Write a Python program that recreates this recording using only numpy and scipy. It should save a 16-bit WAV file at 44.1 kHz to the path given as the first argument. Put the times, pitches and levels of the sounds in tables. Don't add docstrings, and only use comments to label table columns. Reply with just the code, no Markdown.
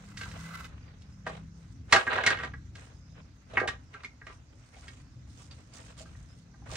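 import sys
import numpy as np
from scipy import signal
from scipy.fft import rfft, irfft, next_fast_len
from scipy.io import wavfile
from scipy.ndimage import uniform_filter1d, map_coordinates

SR = 44100
rng = np.random.default_rng(int(sys.argv[2]) if len(sys.argv) > 2 else 0)


def file_out(sig):
    cols = np.atleast_2d(sig).T
    lim = np.clip(cols, -1, 1)
    pcm = np.round(lim * 32767).astype(np.int16)
    wavfile.write(sys.argv[1], SR, pcm)


N = 298137

# time in seconds, rumble level in dB, engine level in dB.
FAR_LEVELS = [(0, -49.5, -54.5), (.5, -47, -51), (.8, -48, -61.5), (1.4, -51, -54), (2, -49.5, -67.5),
              (2.4, -45.5, -59.5), (2.9, -50, -61.5), (3.6, -49, -64), (4.5, -52.5, -90),
              (5.6, -50.5, -67.5), (6.5, -52.5, -63), (6.76, -42.5, -81)]
# frequency in Hz, density in dB per Hz.
RUMBLE_SPECTRUM = [(20, -31), (39, -7), (59, 3.5), (130, -1), (165, -9.5), (220, -14.5), (300, -14),
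                   (500, -49.5), (900, -71.5)]
# mean frequency in Hz, mean level in dB under the engine curve.
ENGINE_ORDERS = [(66, -6), (165, 1.5), (198, -1.1)]
HUM_HZ, HUM_DB = 250, -68
# frequency in Hz, density in dB per Hz.
AIR_SPECTRUM = [(180, -39), (300, -8), (432, -6), (1850, -13), (3100, -19), (6210, -14), (9400, -39),
                (15700, -49.5)]
AIR_RMS_DB = -68
# start in seconds, end in seconds, start, middle and end pitch in Hz, level in dB.
CHIRPS = [(.8, .95, 4700, 4750, 4700, -75), (1.05, 1.2, 5000, 5100, 5300, -76),
          (2.82, 3.3, 5150, 5050, 5200, -74), (4.98, 5.1, 4500, 4500, 4550, -76),
          (5.10, 5.15, 5500, 5150, 4900, -75), (5.165, 5.22, 5000, 5030, 5200, -72),
          (5.505, 5.54, 4750, 4650, 4600, -58), (6.285, 6.35, 5050, 5120, 5300, -69)]
# frequency in Hz, width in Hz, relative level in dB.
POLE_RESONANCES = [(1180, 120, -4), (1350, 130, -1), (1520, 130, -1), (2010, 45, 3), (2550, 90, -10),
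                   (3700, 400, -17)]
# time in seconds, level in dB.
POLE_PULL = [(0, -67.5), (.15, -59.5), (.22, -46), (.29, -56.5), (.4, -50), (.55, -45.5), (.6, -48.5),
             (.655, -48), (.7, -76), (1.1, -76)]
# start in seconds, length in seconds, dragged wood in dB, loose grit in dB.
STROKES = [(0, 0.115, -57, -62), (0.18, 0.08, -56.5, -56), (0.284, 0.38, -54.5, -59),
           (0.68, 0.417, -60.5, -96), (1.277, 0.1, -49, -63.5), (1.57, 0.15, -66.5, -72),
           (1.93, 0.083, -33, -48), (2.071, 0.14, -34.5, -60), (2.266, 0.068, -31.5, -61.5),
           (2.413, 0.05, -42.5, -68.5), (2.767, 0.11, -55, -64), (3.182, 0.024, -58.5, -95),
           (3.5, 0.039, -54.5, -70.5), (3.552, 0.088, -46.5, -68), (3.675, 0.088, -54.5, -80),
           (3.935, 0.12, -54.5, -76.5), (4.276, 0.069, -54, -66.5), (4.592, 0.104, -66, -71.5),
           (4.743, 0.266, -57, -62.5), (5.291, 0.19, -68, -64), (5.383, 0.039, -58.5, -57.5),
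           (5.53, 0.26, -63, -67.5), (5.748, 0.071, -55, -56.5), (5.851, 0.058, -55, -60),
           (5.992, 0.031, -52, -54.5), (6.062, 0.33, -64.5, -65.5), (6.67, 0.035, -56.5, -70.5),
           (6.714, 0.1, -47, -52.5)]
RISE_DB_PER_S, FALL_DB_PER_S = 595.5, 339
DRAG_SAG_DB_PER_S = 17.5
GRIT_SAG_DB_PER_S = 0.93 * DRAG_SAG_DB_PER_S
DRAG_REST_DB, GRIT_REST_DB = -72.5, -80
# frequency in Hz, density in dB per Hz.
DRAG_SPECTRUM = [(250, -46), (400, 2.5), (900, -1.5), (1350, -0.5), (1750, -2), (2000, -3), (2400, -3.5),
                 (4000, -10.5), (6000, -46.5)]
# frequency in Hz, density in dB per Hz.
GRIT_SPECTRUM = [(1500, -33), (2800, -6), (4000, -2.5), (8300, -3), (9600, -7.5), (10500, -31.5),
                 (15700, -23)]
# start in seconds, ring peak in dB, ring centre in Hz,
# resonance width over that centre (ratio), crack in dB relative to the ring peak.
KNOCKS = [(0.171, -38, 1990, 0.95, 4.5), (0.21, -30, 2060, 2.1, -5), (0.232, -32, 2250, 0.58, -6),
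          (0.257, -39.5, 1150, 0.72, -10), (0.312, -43, 2110, .5, 0), (0.643, -39, 2980, 0.42, -5),
          (1.018, -67.5, 3500, .5, 17.5), (1.2646, -22.5, 970, 1.5, -17.5), (1.272, -32.5, 1900, 2.6, -7),
          (1.2957, -30, 860, 1.35, -16), (1.924, -3, 1640, 1.9, -4.5), (1.931, -11, 1260, 2.1, -5),
          (1.946, -10.5, 1490, 3, -13), (1.96, -8.5, 2000, 1.7, -12), (2.066, -23, 1470, 1.3, -21.5),
          (2.074, -17.5, 1700, 0.5, -30), (2.121, -21.5, 1260, 0.94, -35.5), (2.129, -19, 1270, 1.8, -15.5),
          (2.159, -20, 980, 1.6, -16), (2.181, -16.5, 1610, 1.3, -21), (2.209, -27, 1690, 0.97, -18),
          (2.235, -19, 1730, 2.7, -11), (2.2626, -12, 2350, 0.75, -1), (2.272, -13.5, 1880, 1.3, -8.5),
          (2.302, -14, 1740, 0.69, -10), (2.32, -26, 1680, 0.45, -28), (2.343, -26.5, 1730, 0.77, -36),
          (2.371, -29, 1890, 1.4, -13), (2.386, -28, 2110, 1.3, -13.5), (2.398, -29, 1430, 0.68, -18),
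          (2.432, -25, 1440, 1.6, -12.5), (2.444, -28.5, 1560, 3.3, -12), (2.535, -34, 1520, 0.73, -20),
          (2.752, -40.5, 1980, 0.34, -1.5), (3.533, -33, 486, 1.04, -13), (3.57, -12, 1690, 1.5, -46),
          (3.575, -20.5, 1300, 2.1, -16), (3.598, -21.5, 1490, 1, -13.5), (3.613, -22.5, 485, 0.83, -46),
          (3.627, -29, 1510, .4, -43.5), (3.635, -27, 635, 1.05, -38), (3.654, -27, 670, 0.5, -44),
          (3.675, -20.5, 2830, 1.3, -4.5), (3.682, -22, 1730, 2.7, -8.5), (3.938, -39, 2410, 0.57, -8.5),
          (3.945, -36, 1400, 0.48, -24), (4.033, -39, 1520, 1.1, -5), (4.045, -30.5, 2270, 0.29, -8.5),
          (4.214, -40, 1660, 0.94, -38), (4.266, -35.5, 1760, 1.5, -10), (4.298, -41, 1260, 0.52, -21),
          (4.764, -49.5, 735, 0.24, -2), (4.879, -39.5, 2130, 0.68, 0.5), (5.404, -52, 980, 0.43, -2),
          (5.51, -51.5, 1277, 0.63, 8), (5.772, -49, 1600, 1.6, -5), (5.975, -54, 1220, 0.41, -7),
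          (6.004, -42.5, 590, 0.4, -12), (6.056, -47.5, 1195, 0.61, -11), (6.148, -53.5, 1680, 0.68, -22),
          (6.539, -48.5, 1090, 1.2, -27), (6.619, -53.5, 903, .5, -20), (6.66, -45.5, 760, 0.82, -17.5),
          (6.696, -42.5, 1100, 0.51, -18.5), (6.722, -36, 520, 1.5, -15.5), (6.753, -34.5, 1700, 0.89, 2.5)]
# mean frequency in Hz, mean level in dB, t60 in seconds.
BOARD_MODES = [(510, -10, .035), (670, -4, .04), (790, -4, .04), (1020, -5, .03), (1195, -4, .045),
               (1330, -4, .035), (1481, -6, .035), (1600, -2, .045), (1880, -1, .04), (2170, -2, .028),
               (2416, -7, .02), (2595, -7.5, .025), (2910, -6, .022)]
# frequency in Hz, density in dB per Hz.
CRACK_SPECTRUM = [(1500, -31.5), (2500, -1.5), (4000, -1.5), (6000, -9.5), (9500, -19), (11000, -37.5),
                  (15700, -37)]
BEND_LAG_S = 0.00203
THUD_DB, THUD_DB_PER_DB = -22, 0.83
# mean delay in seconds, mean level in dB.
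ECHOES = [(.008, -11), (.014, -12), (.021, -14)]
# frequency in Hz, t60 in seconds.
YARD_T60 = [(200, .3), (1500, .2), (8000, .17)]
# frequency in Hz, left-right correlation (ratio).
LIKENESS = [(60, 1), (150, 0.92), (300, 0.863), (700, 0.069), (3000, 0.023)]
# frequency in Hz, left over right in dB.
LEFT_OVER_RIGHT = [(130, 1), (640, -1), (3100, -1.5), (6800, -10.5), (10000, 1.5)]
TOP_HZ = 15800


def amp(db):
    return 10 ** (np.asarray(db) / 20)


def unit(x):
    return x / np.sqrt(np.mean(x ** 2) + 1e-20)


def along(points, hz):
    f, value = np.transpose(points)
    return np.interp(np.log(hz + 1), np.log(f + 1), value)


def curves(rows):
    time_s, *columns = np.transpose(rows)
    return [np.interp(np.arange(N) / SR, time_s, column) for column in columns]


def wobble(rate_hz):
    knots = rng.standard_normal(int(N * rate_hz / SR) + 4)
    return map_coordinates(knots, [np.arange(N) * rate_hz / SR])


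def filtered(x, response):
    size = next_fast_len(x.shape[-1] + 4096)
    spectrum = rfft(x, size) * response(np.fft.rfftfreq(size, 1 / SR))
    return irfft(spectrum, size)[..., :x.shape[-1]]


def resonance(f, hz, width_hz):
    return 1j * f * width_hz / (hz * hz - f * f + 1j * f * width_hz + 1e-9)


def rush(pair, spectrum, patchy_db=0):
    z = signal.stft(pair, nperseg=512)[2]
    field = uniform_filter1d(rng.standard_normal(z.shape[1:]), 10, 0)
    field = uniform_filter1d(field, 10, 1)
    pair = signal.istft(z * amp(patchy_db * unit(field)), nperseg=512)[1][:, :N]

    def mid_side(hz):
        turn = np.arccos(np.clip(along(LIKENESS, hz), -1, 1)) / 2
        return amp(along(spectrum, hz)) * [np.cos(turn), np.sin(turn)]

    mid, side = filtered(pair, mid_side)
    return unit(np.array([mid + side, mid - side]))


def distance():
    rumble_db, engine_db = curves(FAR_LEVELS)
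    t = np.arange(N) / SR
    turned_s = np.cumsum(1 + 0.025 * wobble(3.2)) / SR
    engine = 0
    for hz, db in ENGINE_ORDERS:
        engine = engine + amp(db + 4 * wobble(4.5)) * np.sin(2 * np.pi * (hz * turned_s + rng.random()))
    hum = amp(HUM_DB + 0.63 * wobble(16.0)) * np.sin(2 * np.pi * HUM_HZ * t)
    noise = rush(rng.standard_normal((2, N)), RUMBLE_SPECTRUM)
    rumble = amp(rumble_db + 2.6 * wobble(7.6)) * noise
    return rumble + amp(engine_db) * engine + hum


def still_air():
    return amp(AIR_RMS_DB) * rush(rng.standard_normal((2, N)), AIR_SPECTRUM, patchy_db=2.5)


def chirps():
    out = np.zeros(N)
    roughness = np.array([wobble(250), wobble(250)]) * amp(2.5 * wobble(40))
    for start_s, end_s, start_hz, middle_hz, end_hz, db in CHIRPS:
        u = np.linspace(0, 1, round((end_s - start_s) * SR))
        pitch_hz = np.interp(u, [0, .5, 1], [start_hz, middle_hz, end_hz])
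        sine = np.sin(2 * np.pi * np.cumsum(pitch_hz) / SR)
        swell = np.sqrt(2 * np.sin(np.pi * u).clip(0))
        out[round(start_s * SR):][:len(u)] += amp(db) * swell * sine
    return out * roughness


def pole():
    rub = rng.standard_normal((2, N)) * amp(3 * wobble(120) + 1.2 * wobble(30))
    ring = np.zeros((2, N))
    for hz, width_hz, db in POLE_RESONANCES:
        ring += amp(db + 2 * wobble(14)) * filtered(rub, lambda f: resonance(f, hz, width_hz))
    pull_db = curves(POLE_PULL)[0]
    return amp(pull_db) * unit(ring + 0.2 * ring[::-1])


def strokes(column, sag_db_per_s, rest_db):
    t = np.arange(0, N, 32) / SR
    power = amp(2 * rest_db)
    for row in STROKES:
        u = t - row[0]
        rise_and_sag_db = np.minimum(RISE_DB_PER_S * u, -sag_db_per_s * u)
        fall_db = FALL_DB_PER_S * np.clip(u - row[1], 0, None)
        power = power + amp(2 * (row[column] + rise_and_sag_db - fall_db))
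    return np.interp(np.arange(N) / SR, t, np.sqrt(power))


def grains(rough_db, rate_hz):
    return rng.standard_normal((2, N)) * amp(rough_db * wobble(rate_hz))


def scuff():
    drag = amp(2.5 * wobble(25)) * rush(grains(2.5, 150), DRAG_SPECTRUM, patchy_db=1.7)

    def board_sings(f):
        return 2.2 + sum(np.abs(resonance(f, hz, 60)) ** 2 for hz, *_ in BOARD_MODES)

    drag = unit(filtered(drag, board_sings))
    grit = amp(2.2 * wobble(20)) * rush(grains(3, 300), GRIT_SPECTRUM, patchy_db=1.7)
    drag = drag * strokes(2, DRAG_SAG_DB_PER_S, DRAG_REST_DB)
    grit = grit * strokes(3, GRIT_SAG_DB_PER_S, GRIT_REST_DB)
    return drag + grit


def yard(blow, wet_db):
    n = len(blow)
    hz, t, z = signal.stft(rng.standard_normal((2, n)), SR, nperseg=256)
    decay = amp(-60 * t / along(YARD_T60, hz)[:, None])
    tail = signal.istft(z * decay, SR, nperseg=256)[1][:, :n]
    onset = np.clip(np.arange(n) / SR / 0.0009, 0, 1)
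    path = amp(wet_db) * tail / np.linalg.norm(tail[0]) * onset
    walls = np.zeros((2, n))
    for delay_s, db in ECHOES:
        arrival = round(delay_s * SR) + rng.integers(-16, 17, size=2)
        walls[[0, 1], arrival] += amp(db + rng.normal(0, 1.5, size=2))
    path += filtered(walls, lambda f: 1 / (1 + 1j * f / 4000))
    path[:, 0] += 1
    return signal.fftconvolve(blow[None], path, axes=1)[:, :n]


def board_ring(t, centre_hz, spread):
    short = t[:SR // 12]
    hz, level_db, t60_s = np.transpose(BOARD_MODES)[:, :, None]
    gain = amp(level_db + rng.normal(0, 2.5, hz.shape))
    bent_hz = hz * (1 + rng.normal(0, 0.015, hz.shape))
    modes = np.sum(gain * amp(-60 * short / t60_s) * np.sin(2 * np.pi * bent_hz * short), axis=0)
    touches = rng.standard_normal(len(t)) * (rng.random(len(t)) < .03)
    chatter = amp(-11 - 60 * t / .02) * touches
    chatter[0] = 1
    ring = signal.fftconvolve(modes, chatter)[:len(t)]
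    ring = filtered(ring, lambda f: resonance(f, centre_hz, spread * centre_hz) ** 2)
    ring *= (1 - np.exp(-t / 0.001)) ** 2

    def bending(f):
        return np.exp(-2j * np.pi * BEND_LAG_S * (1000 * np.log(1 + f / 200) - f / 4))

    ring = filtered(ring, bending)
    return ring / np.abs(ring).max()


def wood_crack(t):
    crack = unit(filtered(rng.standard_normal(len(t)), lambda f: amp(along(CRACK_SPECTRUM, f))))
    return crack * (1 - np.exp(-t / 0.0038)) * amp(-60 * t / 0.041)


def soil_thud(t):
    push = amp(-60 * t / 0.092) * (1 - np.exp(-t / 0.0037))
    low = np.sin(2 * np.pi * 105 * t) + 0.85 * np.sin(2 * np.pi * 250 * t)
    return push * (low + 0.9 * np.sin(2 * np.pi * rng.uniform(320, 480) * t))


def knocks():
    out = np.zeros((2, N + SR))
    t = np.arange(SR // 4) / SR
    for start_s, db, centre_hz, spread, crack_db in KNOCKS:
        wood = board_ring(t, centre_hz, spread) + amp(crack_db) * wood_crack(t)
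        thud = amp(THUD_DB + THUD_DB_PER_DB * db) * soil_thud(t)
        blow = amp(db) * yard(wood, wet_db=-5.0) + thud
        out[:, round(start_s * SR):][:, :len(t)] += blow
    return out[:, :N]


def scene():
    return distance() + still_air() + chirps() + pole() + scuff() + knocks()


def record(dry):
    def lag(hz):
        delay_s = 6.5e-5 / (1 + (hz / 8000) ** 2)
        return np.exp(-2j * np.pi * hz * delay_s * np.array([[1], [0]]))

    def shade(hz):
        return amp(along(LEFT_OVER_RIGHT, hz) * np.array([[.5], [-.5]]))

    def low_cut(hz):
        return 1j * hz / (40 + 1j * hz)

    soft = dry / (1 + np.abs(dry / .95) ** 4) ** (1 / 4)
    return filtered(soft, lambda hz: lag(hz) * shade(hz) * low_cut(hz) * (hz < TOP_HZ))


dry = scene()
out = record(dry)
file_out(out)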